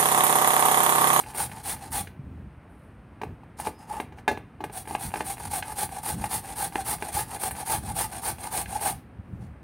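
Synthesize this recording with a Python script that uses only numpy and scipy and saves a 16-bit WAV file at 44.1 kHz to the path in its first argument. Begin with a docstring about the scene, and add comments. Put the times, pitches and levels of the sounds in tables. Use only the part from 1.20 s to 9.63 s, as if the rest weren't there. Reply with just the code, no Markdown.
"""A raw sweet potato is grated on a steel box grater over a bowl on a kitchen counter. First come a few
strokes with the grater upright: each push snaps fibres on the teeth (fizz, rasp) and shakes the box,
each return only rubs, and the counter thuds softly. Then the grater is lifted and knocks about, the wet
flesh squeaks, and at about 3 s the grater lands across the bowl, ringing its wire handle.
Last comes a long, even run of strokes."""
import sys
import numpy as np
from scipy import signal
from scipy.fft import rfft, irfft
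from scipy.io import wavfile
from scipy.ndimage import uniform_filter1d

SR = 44100
rng = np.random.default_rng(int(sys.argv[2]) if len(sys.argv) > 2 else 0)


def unload_wav(signal):
    """Save mono or channel-first audio to the path in sys.argv[1] as 16-bit WAV at rate SR, clipped to [-1, 1]."""
    wavfile.write(
        sys.argv[1],
        SR,
        np.round(np.clip(np.atleast_2d(signal).T, -1, 1) * 32767).astype(np.int16),
    )


N = 371763
TIME = np.arange(N) / SR

# Levels in the tables are relative: each sound gets its final loudness when it is mixed.
# pushes of the potato down the teeth: (start [s], length [s], fizz [dB])
PUSHES = [(-0.07, 0.11, -35), (0.133, 0.15, -30), (0.424, 0.14, -30.5), (0.699, 0.14, -30),
          (3.51, 0.13, -39), (3.771, .14, -36.5), (4.031, .13, -34.5), (4.289, 0.13, -32),
          (4.547, 0.13, -31), (4.811, 0.15, -32), (5.082, .13, -30.5), (5.346, 0.15, -31),
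          (5.635, 0.14, -30), (5.909, 0.14, -30), (6.182, .128, -31.5), (6.442, 0.16, -29),
          (6.736, 0.14, -28.5), (7.009, 0.13, -30.5), (7.297, 0.15, -30), (7.59, .152, -28)]
# the two ways to hold the grater: (push box ring over fizz [dB], return fizz [dB],
# return rasp over fizz [dB], return box ring over fizz [dB], longest return [s])
UPRIGHT = (-5, -49.5, -4.5, 5, .18)
ACROSS_BOWL = (-5, -40.3, -7.3, 1.6, .128)
# loose scrapes as potato and grater are moved:
# (start [s], end [s], fastest point [0-1], fizz [dB], rasp over fizz [dB], box ring over fizz [dB])
SCRAPES = [(1.47, 1.8, .2, -73, -13.5, 5), (2.367, 2.465, .42, -47, -2.5, 4),
           (2.43, 2.505, 0.38, -42.5, -3.5, 5.5), (2.575, 2.685, 0.23, -62.4, -2, 10.5),
           (2.665, 2.865, 0.25, -51, -5, 11.5), (2.955, 3.02, .5, -68, 0, 18),
           (8.19, 8.3, .3, -70.5, 0, 11)]
# tone colours of snapping fibres, tearing shreds, the shaken box, the counter, the quiet room
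# and the rocking bowl: (frequency [Hz], level [dB])
FIZZ_COLOUR = [(5000, -53.5), (7500, -19), (8300, -3), (9100, -.5), (10400, -2.5), (11500, -9), (13000, -9),
               (15800, -13.5)]
RASP_COLOUR = [(300, -21), (1000, -1), (1800, 3), (2500, -1.7), (3100, -1.7), (4400, 1.5), (5100, -1.2),
               (5900, .2), (7300, -1.5), (9000, -16), (14000, -33)]
BOX_COLOUR = [(120, -35), (280, -19), (390, -14.5), (490, -15.5), (630, -17.5), (760, -2.5), (850, 1),
              (1020, -17), (1160, -12.5), (1400, -27), (1640, -14.5), (2000, -31.5), (2450, -25),
              (4000, -41.5)]
RUMBLE_COLOUR = [(20, -42.5), (45, -5.5), (70, -0.5), (120, -3), (200, -9), (300, -16.5), (600, -33.5),
                 (2000, -60.5)]
ROOM_COLOUR = [(20, -46), (45, -4.5), (75, -0.5), (150, -6), (250, -6), (420, -15.5), (850, -18),
               (1700, -23.5), (2600, -30), (3500, -40.5), (7500, -55.5), (8800, -42), (11000, -53),
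               (15800, -58)]
BOWL_COLOUR = [(120, -27), (280, -3), (430, -1), (680, -2.5), (1100, -13.5), (3000, -40)]
# echo from the kitchen tiles: (frequency [Hz], time to fade by 60 dB [s])
TILE_ECHO = [(100, 0.58), (800, 0.18), (3000, 0.32), (9000, 0.19), (16000, 0.27)]
# the notes the steel box rings with: (pitch [Hz], level [dB], base time to fade by 60 dB [s])
BOX_NOTES = [(308.5, -3, 0.039), (400, 0.5, 0.052), (582, -11, .05), (781, -3, 0.019), (853, -1, 0.024),
             (927, -25, 0.032), (1190, -12.5, 0.02), (1545, -5, 0.032), (1690, -3, 0.023),
             (1960, -7.5, .022), (2153, -7, .025), (2432, -3.5, 0.016), (2787, -6.5, 0.02),
             (3140, -13.5, .02), (3570, -17, .02), (4030, -15, 0.022), (4700, -23, .022)]
# knocks, light ticks and tooth catches of the grater: (time [s], clank [dB],
# hollow bottom over clank [dB], bright edge over clank [dB], sizzle over clank [dB], ring time [factor])
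KNOCKS = [(0.037, -57, 4, 9, 1, 1.2), (0.147, -43.5, -6, -6.5, -2, 1.2), (0.315, -49.5, -21, 2.5, -6, 1.8),
          (0.872, -61, 5, 14, -11, 1.2), (2.015, -36, -4, -9, -27, 1.3),
          (2.034, -34.5, -3, -11.5, -25, .92), (2.234, -51.5, -13, -16, -28, 1),
          (2.399, -35, -28, -14, -6, 1.4), (2.47, -29.5, -6, -12, -16, 1.17),
          (2.8, -31, -3.5, -8, -17, 1.1), (2.922, -50, -5.5, -9.5, -26, 2.2), (2.985, -52, -5, -3, -20, 2),
          (3.078, -20.2, -9, -9, -23, 2.6), (3.113, -33, -0.5, -13, -19, 1.3),
          (3.174, -42, 0, -4.5, -20, 0.55), (3.405, -37.5, -3, -14.5, -32, 2),
          (3.439, -33, -4.5, -8, -16, 1.45), (3.497, -46.5, -1, -9, -24, 1.1),
          (3.674, -45.5, .5, -5, -14, 1), (3.709, -36.5, -6.5, -15, -16, 1.3),
          (3.75, -29, -8.5, -6.5, -26, 0.87), (3.939, -30, -12, -9.5, -17, 1),
          (3.957, -37, 0, -3.5, -20, 1.3), (4.006, -30.5, -4, -7, -25, 1.1),
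          (4.425, -39.5, -22, 3, -23, 1.1), (5.04, -30, -19, -11, -20, 1.5),
          (5.556, -30, -2.5, -5, -16, .69), (5.823, -34, -4, -5, -13, 1.2), (6.309, -39, -13, -5, 2.5, 1.7),
          (6.764, -44, -21, -7, 6, 1), (7.458, -57, 0, 12.5, -6, 1)]
# a tooth catching, like a tiny knock: the columns of KNOCKS without the time
TOOTH_CATCH = (-51, -9, -4.5, -7, 1.1)
# the arms lean on the counter and it rumbles: (start [s], length [s], level [dB])
ARM_LEANS = [(0.618, 0.25, -38.5), (.95, 0.38, -40), (2.02, 0.15, -36), (3.82, 0.093, -33),
             (4.19, .22, -40.5), (4.893, 0.21, -31), (6.529, 0.29, -35.5), (8.03, 0.34, -36.5)]
# soft bumps through the counter: (time [s], level [dB], pitch [Hz])
THUDS = [(0.803, -27, 83.4), (0.992, -27, 143), (1.059, -28.5, 78.1), (1.264, -30.5, 67.3),
         (4.94, -31, 178), (5.013, -29, 113), (5.944, -25, 75.4), (6.581, -29, 118), (6.639, -27, 113),
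         (6.679, -28, 106), (7.479, -28, 72.7), (7.988, -26.5, 91.5), (8.126, -23, 94.2)]
# wet flesh squeaking on steel: (start [s], length [s], pitch [Hz], level [dB])
SQUEAKS = [(2.502, 0.19, 5060, -63), (2.563, 0.15, 6487, -72), (2.696, .03, 850, -26),
           (2.725, .05, 900, -35), (5.574, .034, 790, -25.5), (5.962, .022, 850, -22),
           (6.7, .022, 848, -28), (7.203, 0.055, 4080, -55), (7.55, .022, 840, -21)]
# the notes of the wire handle: (pitch [Hz], level [dB], time to fade by 60 dB [s])
HANDLE_NOTES = [(256, -25, 0.12), (1550, -31.5, 0.14), (1700, -20, 0.085), (1955, -34, .11),
                (3640, -33, 0.06)]

LANDING_S = 3.079  # the grater is laid across the bowl


def gain_of(db):
    """Turns decibels into a number to multiply a sound by."""
    return 10 ** (np.asarray(db) / 20)


def evened(x):
    """Scales a signal to an average strength (rms) of 1."""
    return x / np.sqrt(np.mean(x ** 2) + 1e-20)


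def look_up(points, hz):
    """Reads between the rows of a (frequency, value) table, on a scale of octaves."""
    known_hz, value = np.transpose(points)
    return np.interp(np.log(hz + 1), np.log(known_hz + 1), value)


def add(mix, start_s, sound):
    """Mixes a sound in at the given time."""
    part = mix[max(round(start_s * SR), 0):][:len(sound)]
    part += sound[:len(part)]


def coloured(x, colour, ripple_db=0, size=4096):
    """Gives a sound a tone colour; the ripple stands for the many narrow notes of thin sheet steel."""
    hz = np.fft.rfftfreq(size, 1 / SR)
    ripple = evened(uniform_filter1d(uniform_filter1d(rng.standard_normal(len(hz)), size=6), size=4))
    level_db = look_up(colour, hz) + ripple_db * ripple * np.minimum(hz / 2000, 1)
    # fold the filter in time so that it rings only after a click, never before
    cepstrum = irfft(np.log(gain_of(level_db)))
    cepstrum[1:size // 2] *= 2
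    cepstrum[size // 2 + 1:] = 0
    ring = irfft(np.exp(rfft(cepstrum)))
    return signal.oaconvolve(x, ring / np.linalg.norm(ring))[:len(x)]


def wander(hz):
    """A smooth random wobble, with up to about hz swings a second."""
    frequency = np.fft.rfftfreq(N, 1 / SR)
    return evened(irfft(rfft(rng.standard_normal(N)) / (1 + (frequency / hz) ** 4), N))


def hand_strokes():
    """Lists the pushes, and the light returns between them, as rows like those of SCRAPES."""
    push_fastest, return_fastest = .52, .71  # share of the way through the stroke
    overlap_s, let_go_s = .006, .35  # strokes overlap at the turn; a long gap has no return
    push_rasp_db, full_push_db, bear_down_db_per_s = -9, -29, .65
    pushes, returns, last_end = [], [], -np.inf
    for start, length, db in PUSHES:
        hold = UPRIGHT if start < LANDING_S else ACROSS_BOWL
        box_db, back_db, back_rasp_db, back_box_db, back_s = hold
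        if start - last_end < let_go_s:
            back_db += .55 * (db - full_push_db)  # a louder return leads into a louder push
            back_start = max(last_end - overlap_s, start - back_s)
            returns.append((back_start, start + overlap_s, return_fastest, back_db, back_rasp_db, back_box_db))
        last_end = start + length
        box_db += bear_down_db_per_s * max(start - LANDING_S, 0)  # the box shakes more and more
        pushes.append((start, last_end, push_fastest, db, push_rasp_db, box_db))
    return pushes, returns


def stroke_loudness(strokes, swell):
    """Loudness curves for fizz, rasp and box ring: the hand speeds up and slows down in each stroke."""
    power = np.zeros((3, N))
    for start, end, fastest, db, rasp_db, box_db in strokes:
        during = (TIME > start) & (TIME < end)
        fastest_s = start + fastest * (end - start)
        speed = np.sin(np.interp(TIME[during], [start, fastest_s, end], [0, np.pi / 2, np.pi]))
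        power[:, during] += (gain_of([[db], [db + rasp_db], [db + box_db]]) * speed ** swell) ** 2
    return np.sqrt(power)


def snaps(per_s, spread_db):
    """Random clicks, a few much larger than the rest."""
    size = gain_of(spread_db * np.minimum(rng.exponential(1, N), 4))
    return evened(size * rng.choice([-1, 1], N) * (rng.random(N) < per_s / SR))


def steel_plate(x, colour, place, ripple_db, detune):
    """The potato damps the plate where it presses, so the colour glides between five contact points."""
    out, step = np.zeros(N), .5
    for point in np.arange(-1, 1 + step, step):
        nearness = np.cos(np.pi / 2 * np.minimum(abs(place - point) / step, 1))
        shifted = [(hz * (1 + detune * point), db) for hz, db in colour]
        out += coloured(x * nearness, shifted, ripple_db)
    # neighbouring points partly boost each other, so turn down the places between them
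    return out / np.sqrt(1 + .5 * abs(np.sin(np.pi * place / step)))


def grating(pushes, rubs):
    """Fibres snap on the teeth (fizz), shreds tear (rasp) and slips of the whole potato shake the box."""
    bite = wander(hz=79)  # rows of teeth bite and let go
    cut_fizz, cut_rasp, cut_box = stroke_loudness(pushes, swell=1.34) * evened(gain_of(1.45 * bite))
    rub_fizz, rub_rasp, rub_box = stroke_loudness(rubs, swell=1.22) * evened(gain_of(2.2 * bite))
    upright_shift = .4 * (TIME < LANDING_S)  # upright, it is rubbed nearer one end and rings higher
    place = np.sin(1.22 * wander(hz=8) + upright_shift)  # contact point on the plate, -1 to 1
    fibres = snaps(per_s=9500, spread_db=2.5)
    tears = snaps(per_s=3500, spread_db=2.5)
    dull_fibres = signal.sosfilt(signal.butter(1, 11600, fs=SR, output="sos"), fibres)
    crackle = cut_fizz * fibres + gain_of(2.5) * rub_fizz * dull_fibres  # rubbing is duller than cutting
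    fizz = steel_plate(crackle, FIZZ_COLOUR, place, ripple_db=2, detune=.02)
    rasp = steel_plate((cut_rasp + rub_rasp) * tears, RASP_COLOUR, place, ripple_db=3.3, detune=.052)
    slips = snaps(per_s=1400, spread_db=2)
    box = steel_plate((cut_box + rub_box) * slips, BOX_COLOUR, place, ripple_db=3.4, detune=.06)
    return gain_of(-.45) * fizz + gain_of(.73) * rasp + gain_of(1) * box


def lingering(x, hold_s=.045):
    """The power of a sound, taken up and held for a moment by the counter."""
    keep = np.exp(-1 / (hold_s * SR))
    return abs(uniform_filter1d(signal.lfilter([1 - keep], [1, -keep], x ** 2), size=512))


def counter_rumble(scraping, blows):
    """The counter's low rumble rises with each stroke, knock and lean of the arms."""
    softened = np.tanh(abs(blows) / .02) * .02  # hard knocks shake it little more than soft ones
    resting_power = gain_of(-51) ** 2
    power = resting_power + lingering(gain_of(-10) * scraping) + lingering(gain_of(-3.5) * softened)
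    for start, length, db in ARM_LEANS:
        add(power, start, gain_of(db) ** 2 * np.hanning(round(length * SR)))
    return gain_of(-2.5) * np.sqrt(power) * coloured(rng.standard_normal(N), RUMBLE_COLOUR)


def kitchen_echo(x):
    """Scattered echoes bounce off the tiles, each band of pitch fading at its own speed."""
    length = SR // 2
    echoes = rng.choice([-1., 1.], length) * (rng.random(length) < 3200 / SR) * (TIME[:length] > .0045)
    hz, t, bands = signal.stft(echoes, SR, nperseg=256)
    fade = gain_of(-60 * t / look_up(TILE_ECHO, hz)[:, None])
    tail = signal.istft(bands * fade, SR, nperseg=256)[1]
    return signal.fftconvolve(x, tail / np.linalg.norm(tail))[:N]


def knocks(blows):
    """Each knock or tick rings the box; the teeth sizzle, loose contact chatters and the bowl rocks."""
    hz, note_db, fade_s = np.transpose(BOX_NOTES)[:, :, None]
    t = np.arange(SR // 3) / SR
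    onset = 1 - np.exp(-t / .0009)  # the blow takes a moment to spread over the box
    clanks, sizzle, chatter, rocking = np.zeros((4, N))
    for start, db, bottom_db, edge_db, sizzle_db, ring in blows:
        grip = 1 + .017 * rng.standard_normal(hz.shape)  # the hand detunes the notes a little
        fade = onset * gain_of(-60 * t / (fade_s * ring))
        early_strength = np.sqrt(np.mean(fade[:, t < .015] ** 2, 1, keepdims=True) / 2)
        notes = fade * np.sin(2 * np.pi * hz * grip * t) / early_strength
        tone_db = np.interp(hz, [450, 700, 1050, 1500], [bottom_db, 0, 0, edge_db])
        direction = np.where(hz > 1000, rng.choice([-1, 1], hz.shape), 1)  # high notes start either way
        add(clanks, start, (direction * gain_of(db + note_db + tone_db) * notes).sum(0))
        grit = onset * rng.standard_normal(len(t))
        add(sizzle, start, gain_of(db + sizzle_db) * np.exp(-t / .012) * grit)
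        add(chatter, start, gain_of(db + edge_db) * np.exp(-t / (.0071 * ring)) * grit)
        add(rocking, start, gain_of(db + bottom_db) * np.exp(-t / (.011 * ring)) * grit)
    bowl = coloured(rocking, BOWL_COLOUR)
    teeth = gain_of(7) * coloured(sizzle, FIZZ_COLOUR)
    loose_contact = gain_of(-6) * coloured(chatter, RASP_COLOUR)
    return gain_of(-1.05) * clanks + teeth + loose_contact + bowl


def tooth_catches(returns, count=3, spread_db=3.5):
    """In each return a few teeth catch at random; lists them as rows like those of KNOCKS."""
    db, *tone = TOOTH_CATCH
    catches = []
    for start, end, *_ in returns:
        for place, strength in rng.random((count, 2)):
            catches.append((start + place * (end - start), db + spread_db * (2 * strength - 1), *tone))
    return catches


def counter_thuds():
    """Dull bumps, only a few swings long, come through the counter."""
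    out, t = np.zeros(N), np.arange(SR // 4) / SR
    rise = t / .0055
    counter_note = gain_of(-7) * np.sin(2 * np.pi * 185 * t)
    for start, db, hz in THUDS:
        boom = np.sin(2 * np.pi * hz * t) + counter_note
        add(out, start, gain_of(db - 3) * rise * np.exp(1 - rise) * boom)
    return out


def squeaks():
    """The wet flesh sticks and slips on the steel, as a high squeal or a short judder of the box."""
    out, waver = np.zeros(N), wander(hz=140)
    for start, length, hz, db in SQUEAKS:
        pitch = hz * (1 + .0076 * waver[(TIME > start) & (TIME < start + length)])
        tone = np.sin(2 * np.pi * np.cumsum(pitch) / SR)
        add(out, start, gain_of(db) * np.hanning(len(pitch)) * tone)
    return out


def handle_ring():
    """The stiff wire handle rings once as the grater drops across the rim of the bowl."""
    hz, db, fade_s = np.transpose(HANDLE_NOTES)[:, :, None]
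    out, t = np.zeros(N), np.arange(SR // 3) / SR
    notes = gain_of(db - 60 * t / fade_s) * np.sin(2 * np.pi * hz * t)
    add(out, LANDING_S, notes.sum(0) * (1 - np.exp(-t / .0018)))
    return out


def scene():
    """Mixes grater, counter and the quiet room, the same in both channels."""
    pushes, returns = hand_strokes()
    scraping = grating(pushes, returns + SCRAPES) + squeaks()
    blows = knocks(KNOCKS + tooth_catches(returns)) + handle_ring()
    echo = kitchen_echo(gain_of(-10) * scraping + gain_of(-9.5) * blows)
    quiet_room = gain_of(-50) * coloured(rng.standard_normal(N), ROOM_COLOUR)
    counter = counter_rumble(scraping, blows) + counter_thuds()
    return np.tile(scraping + blows + echo + counter + quiet_room, (2, 1))


def record(dry):
    """Trims away the deepest rumble and the very highest treble."""
    lowest_hz, highest_hz = 42, 15850
    dry = signal.sosfilt(signal.butter(3, lowest_hz, "highpass", fs=SR, output="sos"), dry)
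    treble_cut = signal.firwin(511, highest_hz, window=("kaiser", 9), fs=SR)
    return signal.oaconvolve(dry, treble_cut[None], "same")


dry = scene()
out = record(dry)
unload_wav(out)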